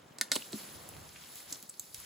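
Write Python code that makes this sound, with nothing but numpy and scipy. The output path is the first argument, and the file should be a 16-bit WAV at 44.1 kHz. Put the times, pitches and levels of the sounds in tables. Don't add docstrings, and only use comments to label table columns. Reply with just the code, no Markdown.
import sys
import numpy as np
from scipy import signal
from scipy.fft import rfft, irfft
from scipy.io import wavfile
from scipy.ndimage import uniform_filter1d

SR = 44100
rng = np.random.default_rng(int(sys.argv[2]) if len(sys.argv) > 2 else 0)


def wav_record(signal):
    frames = np.transpose(np.atleast_2d(signal))
    bounded = np.clip(frames, -1, 1)
    quanta = np.round(bounded * 32767).astype(np.int16)
    wavfile.write(sys.argv[1], SR, quanta)


N = 90404


def amp(db):
    return 10 ** (np.asarray(db) / 20)


def unit(x):
    return x / np.sqrt(np.mean(x ** 2) + 1e-20)


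def spectrum(points, hz):
    f, value = np.transpose(points)
    return np.interp(np.log(hz + 1), np.log(f + 1), value)


def envelope(points):
    return amp(np.interp(np.arange(N) / SR, *np.transpose(points)))


def add(mix, start_s, sound):
    part = mix[max(round(start_s * SR), 0):][:len(sound)]
    part += sound[:len(part)]


# frequency in Hz, correlation from -1 to 1.
COHERENCE = [(30, 0), (70, 0.7), (160, 0.88), (300, 0.68), (550, 0.06), (900, -.15), (1400, 0.35),
             (2100, 0.73), (3200, 0.56), (4200, 0.65), (5700, 0.04), (7000, 0.96), (8100, 1), (8700, 1),
             (9400, 1), (9900, 0), (10700, .98), (11700, .98), (12300, .6), (12700, 0.75), (13600, 0.95),
             (14100, .5), (14900, .99)]

def diffuse(pair, colour):
    hz = np.fft.rfftfreq(pair.shape[1], 1 / SR)
    a, b = rfft(pair) * amp(spectrum(colour, hz))
    coherence = np.clip(spectrum(COHERENCE, hz), -1, 1)
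    mid, side = a * np.sqrt(1 + coherence), b * np.sqrt(1 - coherence)
    return unit(irfft(np.array([mid + side, mid - side]), pair.shape[1]))


def patchy_noise(colour, flicker_db, size=256):
    cells = signal.stft(rng.standard_normal((2, N)), nperseg=size)[2]
    across_bands = uniform_filter1d(rng.standard_normal(cells.shape[1:]), size=14, axis=0)
    patches = unit(uniform_filter1d(across_bands, size=5, axis=1))
    noise = signal.istft(cells * amp(flicker_db * patches), nperseg=size)[1]
    return diffuse(noise[:, :N], colour)


def grains(per_s, spread_db, colour, bands=16):
    t, out = np.arange(128) / SR, np.zeros((2, N))
    for hz in np.geomspace(1500, 15000, bands):
        sizes = amp(spread_db * np.minimum(rng.exponential(1, (2, N)), 4))
        occurs = rng.random((2, N)) < per_s / bands / SR / 2
        clicks = sizes * occurs * rng.choice([-1, 1], (2, N))
        ring = np.exp(-t * hz / 3.1) * np.cos(2 * np.pi * hz * t) * hz
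        out += signal.oaconvolve(clicks, ring[None], axes=1)[:, :N]
    return diffuse(out, colour)


# time in seconds, level in dB.
SWISH_LEVEL = [(0, -60), (.17, -57.5), (.3, -57), (.39, -56), (.44, -59), (.5, -56.5), (.6, -55),
               (.68, -55.5), (.8, -54), (1, -55), (1.13, -60.5), (1.26, -61), (1.35, -60), (1.47, -60.5),
               (1.53, -55), (1.6, -59.5), (1.72, -64), (1.9, -63), (2.05, -62.5)]
# frequency in Hz, gain in dB.
SWISH_COLOUR = [(30, -62), (70, -23), (120, -6.5), (200, -3.5), (330, -4.5), (480, -5), (800, -5.5),
                (1300, -10), (2200, -16.5), (5000, -60), (16000, -30)]

def bough_swish():
    return envelope(SWISH_LEVEL) * patchy_noise(SWISH_COLOUR, flicker_db=1)


# time in seconds, level in dB.
RUMBLE_LEVEL = [(0, -73), (.06, -66), (.15, -96), (.33, -79), (.39, -67), (.46, -78), (.55, -78.5),
                (.68, -70.5), (.78, -56), (.85, -65), (.98, -54), (1.12, -64.5), (1.4, -78), (1.52, -64),
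                (1.6, -83), (1.7, -83), (1.88, -74.5), (1.98, -70), (2.05, -67)]
# frequency in Hz, gain in dB.
RUMBLE_COLOUR = [(20, -30), (40, -23), (70, -1), (110, -4.5), (170, -3.5), (300, -47.5), (1000, -64)]

def rumble():
    return envelope(RUMBLE_LEVEL) * diffuse(rng.standard_normal((2, N)), RUMBLE_COLOUR)


# time in seconds, level in dB.
BRIGHT_LEVEL = [(0, -74), (.17, -72), (.3, -75), (.37, -47.5), (.43, -52.5), (.5, -55.5), (.57, -47.5),
                (.68, -52), (.85, -56), (1.1, -58.5), (1.3, -54.5), (1.38, -48.5), (1.47, -57),
                (1.51, -49.5), (1.545, -52.5), (1.6, -55.5), (1.68, -60.5), (1.78, -60), (1.83, -55),
                (1.92, -58), (1.98, -51), (2.05, -52.5)]
PAPERY_LEVEL = [(0, -67), (.3, -67), (.4, -58.5), (.5, -60.5), (.6, -54.5), (.8, -61), (1.05, -61),
                (1.2, -56.5), (1.35, -62.5), (1.46, -61.5), (1.54, -61), (1.65, -75), (1.92, -72.5),
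                (1.97, -63.5), (2.05, -55)]
# frequency in Hz, gain in dB.
BRIGHT_COLOUR = [(300, -11), (1200, -8.5), (2800, -6), (4200, -0.5), (6000, -1.5), (8500, 0), (10500, 2.5),
                 (12500, -3.5), (15500, -2.5), (16200, -44)]
PAPERY_COLOUR = [(300, -30), (1000, 0), (2000, -1), (3200, 0.5), (5000, -4.5), (9000, -8), (16000, -61)]

def leaf_rustle():
    bright = patchy_noise(BRIGHT_COLOUR, flicker_db=2)
    bright += amp(-6.5) * grains(per_s=1700, spread_db=1.5, colour=BRIGHT_COLOUR)
    papery = patchy_noise(PAPERY_COLOUR, flicker_db=2)
    papery += amp(-8.5) * grains(per_s=500, spread_db=6, colour=PAPERY_COLOUR)
    return envelope(BRIGHT_LEVEL) * bright + envelope(PAPERY_LEVEL) * papery


# start in seconds, peak level in dB, pitch in Hz, 60 dB decay time in seconds.
KNOCK_EVENTS = [(.106, -48.5, 166, 0.026), (.212, -48, 238.6, 0.082), (.319, -43, 271, 0.059),
                (0.3608, -34, 233, 0.028), (0.5311, -35.5, 334, 0.038), (0.5383, -31.5, 209, 0.069),
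                (0.557, -45.5, 245, 0.038), (1.517, -58.5, 271, 0.07), (1.628, -51, 204, 0.029),
                (1.683, -55.5, 147, 0.055), (1.80, -57, 128.6, 0.054), (1.939, -57, 105, 0.059),
                (1.975, -54, 91.5, .06)]

def knocks(rise_s=0.0022, grit_gain=0.31, size=8192):
    out, t = np.zeros(N), np.arange(size) / SR
    for start_s, db, hz, t60 in KNOCK_EVENTS:
        band = signal.butter(2, [hz / 1.95, hz * 1.93], "band", fs=SR, output="sos")
        grit = unit(signal.sosfilt(band, rng.standard_normal(size)))
        shape = (1 - np.exp(-(t / rise_s) ** 2)) * amp(-60 * t / t60)
        knock = signal.sosfilt(band, shape * (grit_gain * grit - np.sin(2 * np.pi * hz * t)))
        add(out, start_s, amp(db) * knock / abs(knock).max())
    return out


def minimum_phase(db, size=4096):
    log_gain = np.log(amp(db))
    mirrored = np.r_[log_gain, log_gain[-2:0:-1]]
    return np.exp(np.conj(signal.hilbert(mirrored)))[:size // 2 + 1]


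def fracture(colour_db, spread_s=0.00058, splinter_s=0.0012, splinter_hz=3500, size=4096):
    hz, t = np.fft.rfftfreq(size, 1 / SR), np.arange(size) / SR
    delay_s = spread_s * (np.sqrt(8000 / (hz + 500)) - 1) + .001
    click = minimum_phase(colour_db) * np.exp(-2j * np.pi * np.cumsum(delay_s) * SR / size)
    spray = unit(rng.standard_normal(size) * np.exp(-t / splinter_s)) / np.sqrt(size)
    splinters = amp(-3) * rfft(spray) * hz ** 4 / (hz ** 4 + splinter_hz ** 4)
    sound = irfft(click * (1 + splinters))
    return unit(sound) * np.sqrt(.001 * SR / size)


# frequency in Hz, gain in dB.
FIBRE_COLOUR = [(50, -37), (130, -46), (230, -18), (600, -4), (1000, -11.5), (2000, -18.5), (2500, -8),
                (3200, -10), (4000, 2), (5200, 1), (7000, -5.5), (8300, 5), (9400, -2), (11000, -5.5),
                (13000, -14), (16000, -15.5)]
# frequency in Hz, level in dB, nominal 60 dB decay time in seconds.
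WOOD_MODES = [(1430, -12.5, .015), (1835, -8, 0.0078), (2116, -10.5, 0.0098), (3674, -9, 0.0085),
              (4230, -12, 0.0057), (4755, -11, .009)]
# start in seconds, level in dB, wood ring in dB, bass gain in dB,
# treble tilt in dB per octave.
CRACK_EVENTS = [(.1857, -35, -10, 3.5, -0.5), (.2121, -16.5, -3, -3.5, 2.2), (.2159, -30, 3, 10, -11),
                (.2755, -61, -2, 8, -3), (.3175, -15.5, -1.5, 0, -1.5), (.3210, -22, -13, -3.5, -3),
                (.3227, -35, -6.5, 15, 3.5), (.3359, -37, -10, -8, -9), (.3450, -35, -30.5, -13, 5),
                (.3525, -34, -4, 14, 3), (.3560, -23, -17, 5, 3), (.3615, -24, -16, 12, 4.5),
                (.3638, -31.5, -3, 10, -22), (.3670, -42, -8, 27, -18), (.5241, -38, -18, -8, 10),
                (.5305, -33.5, -18, -3, -11)]

def branch_cracks(size=4096):
    out, hz = np.zeros(N), np.fft.rfftfreq(size, 1 / SR)
    mode_power = sum((amp(db) * t60 * 900) ** 2 / (1 + ((hz - f) * t60 / 0.88) ** 2) ** 2
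                     for f, db, t60 in WOOD_MODES)
    mode_power /= 1 + (1100 / (hz + 1)) ** 6
    treble_octaves = np.log2(np.maximum(hz / 4000, 1))
    for start_s, db, ring_db, bass_db, tilt_db in CRACK_EVENTS:
        shelf_db = bass_db / (1 + (hz / 1200) ** 4)
        fibre_db = spectrum(FIBRE_COLOUR, hz) + shelf_db + tilt_db * treble_octaves
        colour_db = 10 * np.log10(amp(fibre_db) ** 2 + amp(ring_db) ** 2 * mode_power)
        add(out, start_s - .001, amp(db) * fracture(colour_db))
    return out


# time in seconds, level in dB.
TEAR_LEVEL = [(.318, -76), (.325, -35), (.342, -40.5), (.364, -36), (.373, -76), (.42, -52), (.5, -67.5)]
CRUNCH_LEVEL = [(.314, -73), (.323, -34.5), (.338, -57), (.35, -49), (.364, -31), (.375, -72), (.42, -50),
                (.47, -88)]
# frequency in Hz, gain in dB.
CRUNCH_COLOUR = [(100, -51), (280, -23), (420, 5), (560, 15.5), (740, -18), (950, 6), (1150, 3),
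                 (1420, -11.5), (1800, -17.5), (3000, -1), (16000, -60)]

def tearing():
    fibres = grains(per_s=4500, spread_db=-1.5, colour=FIBRE_COLOUR)
    crunch = grains(per_s=2200, spread_db=5, colour=CRUNCH_COLOUR)
    return envelope(TEAR_LEVEL) * fibres + envelope(CRUNCH_LEVEL) * crunch


# start in seconds, level in dB, centre frequency in Hz, width in octaves.
SNAP_EVENTS = [(.6544, -54, 6000, 1.4), (.8902, -37.5, 10500, 0.5), (.9665, -46, 1960, 1.3),
               (1.0919, -46.5, 4900, 0.36), (1.166, -54, 3500, 0.99), (1.3571, -39, 9500, 1.3),
               (1.3812, -48, 8000, .9), (1.403, -44.5, 3000, 1.5), (1.506, -42.5, 5400, 0.45),
               (1.5253, -32, 6400, 0.61), (1.5273, -28, 6500, 0.46), (1.5465, -40.5, 4900, 0.51),
               (1.5570, -43.5, 4730, 0.5), (1.6272, -38, 10000, 1.75), (1.6381, -48, 9000, 1.3),
               (1.6924, -45, 8000, 0.67), (1.6961, -33, 8150, 0.2), (1.7001, -44, 7900, 0.47),
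               (1.7412, -49.5, 4230, 0.62), (1.7962, -29, 7280, 0.22), (1.7964, -33, 11800, 0.24),
               (1.7979, -50, 7500, 0.72), (1.7978, -45, 3900, 0.11), (1.9447, -34.5, 9100, 0.51),
               (1.9464, -35, 6000, 1.2), (1.9482, -46, 6050, 2.2), (2.0014, -41, 9050, 0.35)]

def twig_snaps(skirt_db=-24, size=4096):
    out, hz = np.zeros(N), np.fft.rfftfreq(size, 1 / SR)
    for start_s, db, centre_hz, octaves in SNAP_EVENTS:
        resonance = np.exp(-.5 * (np.log2((hz + 1) / centre_hz) / octaves) ** 2)
        skirt = amp(skirt_db) * (hz + 1) / (hz + 200)
        add(out, start_s - .001, amp(db) * fracture(20 * np.log10(resonance + skirt)))
    return out


# frequency in Hz, gain in dB.
SCATTER_COLOUR = [(100, -3), (700, -0.5), (1400, 4), (2000, -5.5), (3000, 0.5), (4500, -1.5), (8000, -2),
                  (15000, -0.5)]

def forest_echoes(x, ground_s=0.0045, trunk_s=0.0032, size=32768):
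    t, out = np.arange(size) / SR, np.array([x, x])
    for channel in out:
        add(channel, ground_s, amp(-25) * x)
    add(out[1], trunk_s, amp(-6.5) * x)
    onset = 1 - np.exp(-(t / 0.0025) ** 2)
    for db, t60 in (-7.5, 0.12), (-19, 0.78):
        tail = diffuse(rng.standard_normal((2, size)), SCATTER_COLOUR) * amp(-60 * t / t60) * onset
        out += amp(db) * signal.fftconvolve(x[None], unit(tail) / np.sqrt(size), axes=1)[:, :N]
    return out


def scene():
    transients = branch_cracks() + twig_snaps() + knocks()
    return forest_echoes(transients) + tearing() + leaf_rustle() + bough_swish() + rumble()


# frequency in Hz, lead of the left channel in radians.
LEFT_LEAD = [(0, 0), (600, .1), (1200, -.4), (2300, 0), (3000, .5), (4000, 0), (5600, -.5), (6200, .1),
             (7400, -.1), (8700, -3.1), (9400, -3.2), (10600, -6.2), (11800, -6.4), (12700, -9.4),
             (13650, -9.45), (14800, -12.5), (17000, -12.6)]

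def record(dry, cutoff_hz=16500):
    hz = np.fft.rfftfreq(N, 1 / SR)
    phase = np.interp(hz, *np.transpose(LEFT_LEAD))
    shifted = irfft(rfft(dry) * np.exp(.5j * np.array([phase, -phase])), N)
    low_pass = signal.firwin(255, cutoff_hz, window=("kaiser", 9), fs=SR)
    return signal.oaconvolve(shifted, low_pass[None], "same")


dry = scene()
out = record(dry)
wav_record(out)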